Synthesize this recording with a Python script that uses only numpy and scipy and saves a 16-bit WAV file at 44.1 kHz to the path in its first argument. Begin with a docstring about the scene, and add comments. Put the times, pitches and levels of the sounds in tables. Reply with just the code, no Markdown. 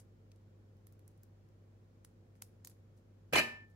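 """A small kitchen: fingers crack and peel brittle pod shells close to a stereo microphone.
Each crack is a sharp snap with short splinter noise, then crumbling noise. Near the end something
hard drops and clatters on steel, a little way off: noise bursts, and decaying modes that ring out.
A refrigerator-like hum and a slow fan (sines) and soft room noise (shaped noise) lie underneath."""
import sys
import numpy as np
from scipy import signal
from scipy.io import wavfile
from scipy.ndimage import uniform_filter1d

SR = 44100
rng = np.random.default_rng(int(sys.argv[2]) if len(sys.argv) > 2 else 0)


def persist_wave(psi):
    """Save psi, clipped to +-1, as 16-bit WAV."""
    counts = np.round(np.clip(psi, -1, 1) * 32767).astype(np.int16)
    wavfile.write(sys.argv[1], SR, np.atleast_2d(counts).T)


N = 165375

# Mains hum: (frequency [Hz], rms level [dB])
HUM = [(49.04, -73), (99.93, -62.5), (199.9, -78.5)]
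# Fan harmonics: (multiple of FAN_HZ, rms level [dB])
FAN = [(4, -88), (5, -78), (7, -78), (8, -91.5), (10, -82.5), (11, -82), (13, -86.5), (14, -86), (16, -83)]
FAN_HZ = 32.65
HUM_WAVER_DB, LOW_HUM_WAVER_DB = -0.63, 1.5   # the low one is for tones under 60 Hz

# Spectrum of the room noise: (frequency [Hz], relative level per hertz [dB])
AIR = [(25, -45.5), (45, -6.5), (70, -6.5), (100, 1.5), (160, -5), (300, -8.5), (520, -13), (800, -21),
       (1500, -26.5), (3000, -34), (6500, -37.5), (8500, -44), (15500, -45)]
AIR_DB = -66.5   # rms level

# Left-right likeness of diffuse sound: (frequency [Hz], correlation [-1 to 1])
LIKENESS = [(60, 0.68), (130, 0.97), (290, 0.67), (640, -0.11), (1410, -0.086), (3100, -0.095),
            (6820, -0.069), (15000, 0.028)]
EDGES = 22 * 2 ** np.arange(0, 9.8, .4)   # band edges of diffuse sound [Hz]

# Reverberation of the room: (frequency [Hz], time to fall 60 dB [s])
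ROOM_T60 = [(100, 0.52), (500, 0.46), (1500, 0.43), (4000, 0.38), (12000, 0.26)]
ROOM_DELAY_S, CLATTER_ROOM_DB, RING_ROOM_DB, CRACK_ROOM_DB = 0.006, -10, -14.5, -18.5

# Blows of the clatter: (time [s], knock level [dB], steel ring level [dB], low thud level [dB])
BLOWS = [(3.324, -32.5, -57, -33), (3.331, -24, -25.5, -22.5), (3.342, -33.5, -46, -33.5),
         (3.352, -25.5, -33.5, -36.5), (3.357, -25, -24.5, -31.5), (3.370, -27, -35.5, -31),
         (3.379, -27.5, -23, -26), (3.388, -36, -41.5, -28), (3.394, -42.5, -36.5, -35.5),
         (3.410, -41, -42.5, -48), (3.428, -50, -53.5, -56)]
# Spectrum of the knocks: (frequency [Hz], relative level per hertz [dB])
KNOCK = [(500, -8.5), (800, -4.5), (1050, -7), (1600, 0), (2600, -2.5), (3600, -11), (4400, -16),
         (5600, -11), (7000, -17.5), (11000, -21.5), (13000, -32), (16000, -38)]
# Spectrum of the thuds: (frequency [Hz], relative level per hertz [dB])
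THUD = [(40, -17.5), (75, -24), (130, 9), (230, 3), (450, 5), (700, 4.5), (1200, -21)]
KNOCK_RISE_S, KNOCK_T60_S, THUD_T60_S = 0.0043, 0.067, 0.047   # the thuds share the rise
KNOCK_SPREAD, THUD_SPREAD = 0.92, 0.31   # share of a diffuse sound's left-right difference
GRAIN_DB, GRAIN_HZ = 1.5, 254   # unevenness of the whole burst
PATCH_DB, PATCH_HZ = 4, 40   # each band flickers on its own

# Modes of the steel: (frequency [Hz], relative level [dB], time to fall 60 dB [s],
# left-right level [dB], growth in strength from earlier to later blows [dB/s])
STEEL = [(234.5, -22, 0.34, 1, -2), (379.6, -20, 0.27, -2, 2), (464, -13.5, 0.07, -0.5, -2),
         (631, -13, 0.094, -1, -6), (1235, -21.5, 0.42, 4.5, -6.5), (1277, -15.5, 0.085, -3.5, 1.5),
         (1626, -10.5, 0.075, 8.5, -6), (1776.5, -15, 0.63, 1.5, 15), (1805, -16.5, 0.14, 11, -6),
         (2368, -1, 0.15, -4, 22), (2400, -18, 0.4, 7.5, -4), (2430, -7.5, 0.13, -11.5, 13),
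         (2500, -14.5, 0.24, -2.5, -1.5), (2640, -10, 0.2, -8, 48), (2954, -14.5, 0.23, 11.5, -3),
         (2966, -12, 0.18, -11, 48), (3886, -25, .25, 6.5, 2), (4065, -21.5, 0.15, -8.5, -5),
         (4180, -15, 0.11, 12, 19.5), (4630, -21.5, 0.15, 11, 8.5)]
MODE_SCATTER_DB, RING_RISE_S = 2, 0.0046
FULL_TURN_HZ = 2150   # from here up the ports hear a mode a quarter cycle apart
RATTLE_RAD, RATTLE_HZ = .4, 25
RATTLE_T60_S = .25   # the rattling settles after the last blow and the ring clears
FADE_S, FADE_DB_PER_S, FADE_DEPTH_DB = 3.64, -250, -8   # the clatter's tail sinks by a step

# Shell cracks, each sounding CRACK_OFFSET_S after its listed time:
# (time [s], relative level [dB], brightest pitch [Hz], middle part re brightest [dB],
# dull part re brightest [dB], crumbling gain [dB], left-right level [dB])
CRACKS = [(0.3167, -64.5, 4260, 4, -30, -31, 2), (0.3599, -65.5, 9000, -8, -20, -21, -1),
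          (0.768, -69, 5500, -26, -25, -25, 0), (0.8688, -47.5, 12200, -20, -23, -28, 0),
          (0.9238, -60, 14700, -22, -20, -19, 1.5), (0.9926, -59, 12600, -11, -15, -23, -1.5),
          (1.078, -48.5, 10500, -36, -25, -28, 0.5), (1.1144, -72, 6650, -17, -18, -25, 2),
          (1.1762, -66.5, 11500, -13, -20, -23, 0), (1.233, -50.5, 12900, -27, -24, -29, 1),
          (1.4875, -75, 6430, -17, -13, -25, 5), (2.0475, -46, 9800, -12.5, -15.5, -25, 1),
          (2.3537, -69, 9800, -11, -2, -7, 0.5), (2.4209, -33.5, 11200, -13.5, -20, -26, 0.5),
          (2.6477, -37.5, 7600, -21, -21.5, -21, 0), (2.6721, -36, 11700, -18, -22, -26, -1),
          (2.6973, -53, 11900, -19, -20, -13.5, 2.5), (2.7138, -67.5, 14000, 5, 2, -16, -5),
          (2.966, -71.5, 12200, -11, -20, -3.5, 0), (2.977, -74, 12200, -11, -18, -18, 2),
          (3.6995, -62, 15100, -17, -25, -14, -5)]
CRACK_OFFSET_S = 0.0011
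EARLIER_CRACK_S, EARLIER_CRACK_DB = 0.015, -44   # this long before the start; only its tail is heard
LEAD_IN_S, LEAD_IN_DB_PER_S = .004, 5004   # very short noise ahead of the snap
SPLINTER_DB, SNAP_T60_S, SNAP_Q, SNAP_BROAD_DB = -19, 0.017, 1.8, -1
CRUMBLE_RISE_S, CRUMBLE_T60_S, CRUMB_DB, DULL_TAIL_DB = 0.0067, 0.1, 2, 0.5
DULL_LOW_HZ, DULL_HIGH_HZ, MIDDLE_HIGH_HZ = 635, 2250, 6500
LEFT_LAG_S = .00018   # the hands are nearer the right port
DULL_LAG_S = .00006   # left lag of the two lower registers

MIC_LOW_HZ, CUTOFF_HZ = 40.3, 16200


def amp(db):
    """Level: 20 dB is a factor of ten in amplitude."""
    return 10 ** (np.asarray(db) / 20)


def rms_one(x):
    """Normalisation to unit root-mean-square."""
    return x / np.sqrt(np.mean(x ** 2) + 1e-20)


def at_hz(points, hz):
    """Interpolation of a curve along logarithmic frequency."""
    points = np.array(points)
    return np.interp(np.log(hz), np.log(points[:, 0]), points[:, 1])


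def drift(rate):
    """Slow random wander: white noise through a two-pole low-pass at rate [Hz], unit rms."""
    step = 40   # samples between the points of the wander
    r = np.exp(-2 * np.pi * rate * step / SR)
    white = rng.standard_normal(N // step + 2002)
    slow = signal.lfilter([1], [1, -2 * r, r * r], white)[2000:]
    return np.interp(np.arange(N) / step, np.arange(len(slow)), rms_one(slow))


def band(x, low_hz, high_hz):
    """Band-pass filtering between two frequencies."""
    sos = signal.butter(2, [low_hz, min(high_hz, .45 * SR)], "band", fs=SR, output="sos")
    return signal.sosfilt(sos, x)


def dying(t, t60):
    """Exponential decay from t = 0, losing 60 dB in t60; silence before."""
    return (t >= 0) * amp(-60 * np.maximum(t, 0) / t60)


def diffuse(size, gain, spread=1):
    """Partial coherence: in each band, mid and side noise are mixed to the wanted correlation."""
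    settle = 8000   # samples for the filters to settle
    white = rng.standard_normal((2, 2, size + settle))
    out = 0
    for k, (low, high) in enumerate(zip(EDGES, EDGES[1:])):
        # neighbouring bands use different noise
        mid, side = band(white[k % 2], low, high)[:, settle:]
        hz = np.sqrt(low * high)
        alike = np.clip(1 - spread * (1 - at_hz(LIKENESS, hz)), -1, 1)
        out = out + gain(hz) * (np.sqrt(1 + alike) * mid + np.sqrt(1 - alike) * side * [[1], [-1]])
    return out


def air():
    """Stationary diffuse noise: room noise with a fixed spectrum."""
    return amp(AIR_DB) * rms_one(diffuse(N, lambda hz: amp(at_hz(AIR, hz))))


def hum():
    """Periodic sources: mains and fan tones are sums of sines whose levels waver a little."""
    t = np.arange(N) / SR
    fan = [(k * FAN_HZ, db) for k, db in FAN]
    out = 0
    for hz, db in list(HUM) + fan:
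        waver = LOW_HUM_WAVER_DB * drift(0.19) if hz < 60 else HUM_WAVER_DB * drift(1.3)
        # sqrt(2) turns rms into peak
        out = out + np.sqrt(2) * amp(db + waver) * np.sin(2 * np.pi * (hz * t + rng.random()))
    return out


def room(x):
    """Reverberation: convolution with a unit-energy diffuse tail whose bands decay at their own rates."""
    t = np.arange(SR // 2) / SR - ROOM_DELAY_S

    def decay(hz):
        t60 = at_hz(ROOM_T60, hz)
        return dying(t, t60) / np.sqrt(t60)

    tail = diffuse(len(t), decay)
    tail = tail / np.sqrt(np.sum(tail ** 2) / 2)
    return signal.fftconvolve(x[None], tail, axes=1)[:, :N]


def bursts(column, spectrum, t60, spread):
    """Impact noise: each blow excites a short burst of rattling, spectrally shaped noise."""
    t = np.arange(N) / SR
    shape = 0
    for blow in BLOWS:
        since = t - blow[0]
        rise = np.clip(since / KNOCK_RISE_S, 0, 1) ** 2
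        shape = shape + amp(blow[column]) * rise * dying(since, t60)
    grain = amp(GRAIN_DB * drift(GRAIN_HZ))
    noise = diffuse(N, lambda hz: amp(at_hz(spectrum, hz) + PATCH_DB * drift(PATCH_HZ)), spread)
    return shape * grain * rms_one(noise)


def clatter():
    """Superposition of the bright knocks and low thuds of the same blows."""
    knocks = bursts(1, KNOCK, KNOCK_T60_S, KNOCK_SPREAD)
    return knocks + bursts(3, THUD, THUD_T60_S, THUD_SPREAD)


def steel():
    """Modal vibration: every blow adds energy to every damped mode; rattling shakes the phase."""
    s, _, ring_db, _ = np.transpose(BLOWS)
    first = int(s[0] * SR)
    out = np.zeros((2, N))
    t = np.arange(first, N) / SR
    since = t - s[:, None]
    scatter = rng.normal(0, MODE_SCATTER_DB, (len(BLOWS), len(STEEL)))
    rise = np.clip(since / RING_RISE_S, 0, 1)
    settling = amp(-60 * np.maximum(t - s[-1], 0) / RATTLE_T60_S)
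    for k, (hz, db, t60, pan_db, later_db) in enumerate(STEEL):
        struck = amp(db + ring_db + later_db * (s - s.mean()) + scatter[:, k])[:, None]
        height = np.sqrt(np.sum((struck * rise * dying(since, t60)) ** 2, axis=0))
        # the two ports hear the mode at opposite phase offsets
        turn = np.pi / 4 * min(hz / FULL_TURN_HZ, 1) * (-1) ** k * np.array([[1], [-1]])
        phase = 2 * np.pi * (hz * t + rng.random())
        rattle = RATTLE_RAD * drift(RATTLE_HZ)[first:] * settling
        pan = amp(pan_db * np.array([[.5], [-.5]]))
        out[:, first:] += pan * height * np.sin(phase + rattle + turn)
    return out


def snap(t, grit, hz, middle_db, dull_db):
    """Brittle fracture: an impulse with short splinter noise, band-passed into peak-scaled registers."""
    lead_in = amp(LEAD_IN_DB_PER_S * np.minimum(t, 0) - 2.0)
    shape = np.where(t < 0, lead_in, dying(t, SNAP_T60_S))
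    click = (t == 0) + amp(SPLINTER_DB) * grit * shape
    w = 2 ** (.5 / SNAP_Q)
    bright = band(click, hz / w, hz * w) + amp(SNAP_BROAD_DB) * band(click, MIDDLE_HIGH_HZ, 21800)
    middle = band(click, DULL_HIGH_HZ, MIDDLE_HIGH_HZ)
    dull = band(click, DULL_LOW_HZ, DULL_HIGH_HZ)
    levels = zip([0, middle_db, dull_db], [bright, middle, dull])
    return [amp(db) * part / abs(part).max() for db, part in levels]


def crumbling(t, grit, lump_noise, middle_db, crumble_db):
    """Granular friction: lumpy band-passed noise swells after the snap and dies."""
    lower = amp(middle_db + DULL_TAIL_DB) * band(grit, DULL_LOW_HZ, MIDDLE_HIGH_HZ)
    hiss = band(grit, 4050, 12000) + lower
    lumps = amp(CRUMB_DB * rms_one(uniform_filter1d(lump_noise, size=90)))
    swell = np.clip(t / CRUMBLE_RISE_S, 0, 1) ** 2
    return amp(crumble_db) * hiss * lumps * swell * dying(t, CRUMBLE_T60_S)


def cracks():
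    """Arrival time and level differences: each crack reaches the right port first, at its own balance."""
    lead, before = SR // 10, int(LEAD_IN_S * SR)
    t = (np.arange(SR // 6) - before) / SR
    out = np.zeros((2, N + SR))
    earlier = (-EARLIER_CRACK_S, EARLIER_CRACK_DB, 6500, -4, -16, -13, 0)
    for s, db, hz, middle_db, dull_db, crumble_db, pan_db in [earlier] + list(CRACKS):
        grit = rng.standard_normal((5, len(t)))
        top, middle, dull = snap(t, grit[:2], hz, middle_db, dull_db)
        crumbs = crumbling(t, grit[2:4], grit[4], middle_db, crumble_db)
        for c in (0, 1):   # left, right
            # the middle register has inverted polarity
            for part, lag in [(top + crumbs, LEFT_LAG_S), (dull - middle, DULL_LAG_S)]:
                i = lead - before + int((s + CRACK_OFFSET_S + lag * (1 - c)) * SR)
                out[c, i:i + len(t)] += amp(db + 5.0 + pan_db * (1.5 - c)) * part[c]
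    return out[:, lead:lead + N]


def scene():
    """Superposition of direct sound, reverberation and background."""
    noise = air()
    shells, ring, blows = cracks(), steel(), clatter()
    # the right channels feed the room
    send = amp(CRACK_ROOM_DB) * shells[1] + amp(CLATTER_ROOM_DB) * blows[1] + amp(RING_ROOM_DB) * ring[1]
    wet = room(send)
    fade = amp(np.clip(FADE_DB_PER_S * (np.arange(N) / SR - FADE_S), FADE_DEPTH_DB, 0))
    return shells + (blows + ring + wet) * fade + hum() + noise


def record(dry):
    """Band limiting: a high-pass cuts the deepest bass and a steep low-pass the top."""
    dry = signal.sosfilt(signal.butter(4, MIC_LOW_HZ, "high", fs=SR, output="sos"), dry)
    return signal.sosfilt(signal.cheby2(16, 50, CUTOFF_HZ, fs=SR, output="sos"), dry)


dry = scene()
out = record(dry)
persist_wave(out)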